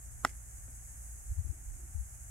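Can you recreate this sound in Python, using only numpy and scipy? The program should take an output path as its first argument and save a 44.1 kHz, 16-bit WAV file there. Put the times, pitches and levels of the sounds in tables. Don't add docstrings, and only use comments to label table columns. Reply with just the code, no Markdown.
import sys
import numpy as np
from scipy import signal
from scipy.fft import rfft, irfft, next_fast_len
from scipy.io import wavfile
from scipy.ndimage import map_coordinates

SR = 44100
rng = np.random.default_rng(int(sys.argv[2]) if len(sys.argv) > 2 else 0)


def transcribe(signal):
    frames = np.atleast_2d(signal).T
    limited = np.clip(frames, -1, 1)
    pcm = np.round(limited * 32767).astype(np.int16)
    wavfile.write(sys.argv[1], SR, pcm)


N = 101429
STRIKE_S = 0.2493


def clack(gain_db=13, gap_s=0.001416, second_db=-0.5, second_cutoff_hz=2630, left_lead_s=0.00007):
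    # f/Hz, level/dB
    spectrum = [(60, -23.5), (240, -4.5), (450, -18), (580, -9.5), (850, -5.5), (1050, 5), (1330, 3),
                (1720, -6.5), (1950, 1), (2400, -26), (3500, -18), (4300, -29.5), (5500, -11), (6200, -37),
                (7400, -13), (10200, -30.5), (11800, -28.5), (13500, -51)]
    impulse = np.zeros(N)
    impulse[round(STRIKE_S * SR)] = -amp(gain_db)
    colour = lambda hz: minimum_phase(amp(along(spectrum, hz)))
    second = lambda hz: amp(second_db) * np.exp(-2j * np.pi * hz * gap_s)
    contacts = lambda hz: 1 + second(hz) / np.hypot(1, hz / second_cutoff_hz)
    return filtered(impulse, lambda hz: colour(hz) * contacts(hz) * ports(hz, left_lead_s))


def thud(delay_s=0.000614):
    # f/Hz, level/dB, t60/s
    modes = [(259, -33.5, 0.049), (361, -41.5, 0.064), (585, -49, 0.014), (850, -37, 0.044),
             (1300, -30, 0.012), (1980, -29.5, 0.016), (3340, -36.5, .009), (5270, -45, 0.0088),
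             (11800, -36.5, 0.0051)]
    t = since(STRIKE_S + delay_s)
    return sum(amp(db) * decay(t, t60) * np.sin(2 * np.pi * hz * t) for hz, db, t60 in modes)


def swish(gain_db=-42, rise_60db_s=0.044):
    # f/Hz, level/dB
    spectrum = [(150, 4), (450, 4), (830, -3), (1300, 7), (1900, -14), (2800, -15), (4500, -18),
                (8000, -25)]
    return amp(gain_db) * decay(-since(STRIKE_S), rise_60db_s) * noise(spectrum, coherence=1.0)


def sand(crunch_db=-26, spray_db=-47.5, rise_s=0.01, clump_db=5, clump_rate_hz=700):
    # f/Hz, level/dB
    crushed = [(150, 9), (600, -7.5), (1500, 5), (2200, -3.5), (3400, -7.5), (4300, -20.5), (5500, -25.5),
               (7500, -1), (10000, -26), (14000, -35)]
    # f/Hz, level/dB
    flying = [(200, 3), (700, 2.5), (1000, -12), (2100, 8.5), (2700, -4), (4200, -7), (5500, 2.5),
              (9000, -8), (15000, -18)]
    t = since(STRIKE_S)
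    crunch = amp(crunch_db) * decay(t, t60_s=0.027) * noise(crushed, coherence=0.7)
    flight = decay(t, t60_s=0.22) * (1 - np.exp(-np.abs(t) / rise_s))
    clumps = unit(amp(clump_db * wobble(clump_rate_hz)))
    return crunch + amp(spray_db) * flight * clumps * noise(flying, coherence=0.3)


def banks(x, gain_db=-33.5, t60_s=0.2):
    tail = rng.standard_normal((2, N)) * decay(since(0), t60_s)
    tail /= np.linalg.norm(tail[0])
    return amp(gain_db) * signal.fftconvolve(x, tail, axes=1)[:, :N]


def landing(start_s=0.68, level_db=-51.5, t60_s=0.14):
    # f/Hz, level/dB
    spectrum = [(60, -0.5), (150, -1), (240, 1), (330, -22), (700, -21), (2000, -59)]
    return amp(level_db) * decay(since(start_s), t60_s) * noise(spectrum, coherence=0.54)


def wind(jitter_rad=0.86, jitter_rate_hz=70):
    # t/s, half-width/s, f/Hz, level/dB, left minus right/dB
    puffs = [(1.316, 0.018, 60, -30, -4), (1.395, 0.019, 85, -28.5, 10), (1.459, .012, 74, -40.5, 24.5),
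             (1.504, .011, 80, -35.5, 23.5), (1.71, 0.052, 41.8, -39.5, -9), (1.958, 0.009, 58, -32.5, 12),
             (2.0, 0.028, 61.8, -36.5, 15)]
    out = np.zeros((2, N))
    for centre_s, width_s, hz, db, pan_db in puffs:
        t = since(centre_s)
        phase = rng.uniform(0, 2 * np.pi)
        jitter = jitter_rad * np.array([wobble(jitter_rate_hz), wobble(jitter_rate_hz)])
        gains = amp([[db + pan_db / 2], [db - pan_db / 2]])
        out += gains * np.exp(-(t / width_s) ** 2) * np.sin(2 * np.pi * hz * t + phase + jitter)
    return out


def hiss(flutter_db=0.56, flutter_rate_hz=40.1):
    # t/s, level/dB
    envelope = [(0, -53.5), (.4, -53.5), (.6, -52.5), (1.1, -51.5), (1.42, -54), (1.65, -54), (2.3, -52.7)]
    # f/Hz, left level/dB, right level/dB
    spectrum = [(3000, -44, -62), (4340, -26, -30), (4870, -33.5, -16.5), (5580, -11.5, -12.5),
                (6150, -11, -4), (6360, 0, 0), (6400, 2, 1), (7730, 1, 0.5), (8150, 6.5, -6.5),
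                (9000, -7, 2.5), (9850, -8, -3.5), (10150, -15, -3.5), (10440, -13.5, 1.5),
                (10800, -3, -0.5), (11500, -6, -.5), (12160, -15.5, -9.5), (13200, -17, -15),
                (15800, -14, -28.5)]
    level_db = np.interp(since(0), *np.transpose(envelope)) + flutter_db * wobble(flutter_rate_hz)
    knots_hz, *sides_db = np.transpose(spectrum)
    colour = lambda hz: amp([along(np.transpose([knots_hz, db]), hz) for db in sides_db])
    return amp(level_db) * unit(filtered(rng.standard_normal((2, N)), colour))


def machine(waver_db=2.5, drift_rad=0.28):
    # f/Hz, rms level/dB
    harmonics = [(59.2, -51.5), (118.4, -62.5)]
    t = since(0)
    hum = np.zeros(N)
    for hz, db in harmonics:
        peak = np.sqrt(2) * amp(db + waver_db * wobble(rate_hz=7.93))
        hum += peak * np.sin(2 * np.pi * hz * t + drift_rad * wobble(rate_hz=7.11))
    return hum


def rumble(level_db=-51.5):
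    # f/Hz, level/dB
    spectrum = [(12, -27), (28, 0), (55, 5.5), (85, 2), (125, -11), (165, -19.5), (300, -35.5), (600, -93)]
    return amp(level_db) * noise(spectrum, coherence=0.64)


def air(level_db=-65, left_lead_s=0.00042):
    # f/Hz, level/dB
    spectrum = [(100, 6), (260, 2), (450, -6), (750, 3), (1050, -5), (1650, -0.5), (2300, -8.5),
                (3100, -14), (4000, -21.5), (7000, -48.5)]
    # f/Hz, coherence
    coherence = [(200, 0.93), (1200, 0.39), (2000, 0.18), (4000, 0.22)]
    # f/Hz, left minus right/dB
    balance = [(400, -2.5), (750, -2), (1200, -7.5), (1700, -9.5), (2300, -12), (3100, -2)]
    pan = lambda hz: amp(along(balance, hz) * np.array([[0.5], [-0.5]])) * ports(hz, left_lead_s)
    return amp(level_db) * unit(filtered(noise(spectrum, coherence), pan))


def swells():
    # t/s, half-width/s, level/dB
    peaks = [(1.525, 0.1, -68.5), (1.817, 0.097, -68)]
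    # f/Hz, level/dB
    spectrum = [(130, -23), (230, -6), (300, 3), (380, -2.5), (480, -30), (1000, -80)]
    envelope = sum(amp(db) * np.exp(-(since(at_s) / width_s) ** 2) for at_s, width_s, db in peaks)
    return envelope * noise(spectrum, coherence=0.93)


def amp(db):
    return 10 ** (np.asarray(db) / 20)


def unit(x):
    return x / np.sqrt(np.mean(x ** 2) + 1e-20)


def along(points, hz):
    knots_hz, values = np.transpose(points)
    return np.interp(np.log(hz + 1), np.log(knots_hz + 1), values)


def since(start_s):
    return np.arange(N) / SR - start_s


def decay(t, t60_s):
    return (t >= 0) * amp(-60 * np.abs(t) / t60_s)


def wobble(rate_hz):
    knots = rng.standard_normal(int(N * rate_hz / SR) + 4)
    return map_coordinates(knots, [np.arange(N) * rate_hz / SR])


def filtered(x, response):
    size = 2 * next_fast_len(N)
    return irfft(rfft(x, size) * response(np.fft.rfftfreq(size, 1 / SR)), size)[..., :N]


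def minimum_phase(gain):
    cepstrum = irfft(np.log(gain))
    half = len(cepstrum) // 2
    folded = np.concatenate([cepstrum[:1], 2 * cepstrum[1:half], cepstrum[half:half + 1]])
    return np.exp(rfft(folded, len(cepstrum)))


def noise(spectrum, coherence):
    def mid_side(hz):
        likeness = along(coherence, hz) if np.ndim(coherence) else np.full_like(hz, coherence)
        angle = np.arccos(np.clip(likeness, -1, 1)) / 2
        return amp(along(spectrum, hz)) * [np.cos(angle), np.sin(angle)]
    mid, side = filtered(rng.standard_normal((2, N)), mid_side)
    return unit(np.array([mid + side, mid - side]))


def ports(hz, left_lead_s):
    return np.exp(1j * np.pi * hz * left_lead_s * np.array([[1], [-1]]))


def scene(pan_db=1):
    hit = clack()
    shot = (hit + thud() + swish() + sand() + banks(hit)) * amp([[-pan_db], [pan_db]])
    return shot + landing() + hiss() + air() + machine() + swells() + rumble() + wind()


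def record(dry, cutoff_hz=15800):
    return filtered(dry, lambda hz: hz < cutoff_hz)


dry = scene()
out = record(dry)
transcribe(out)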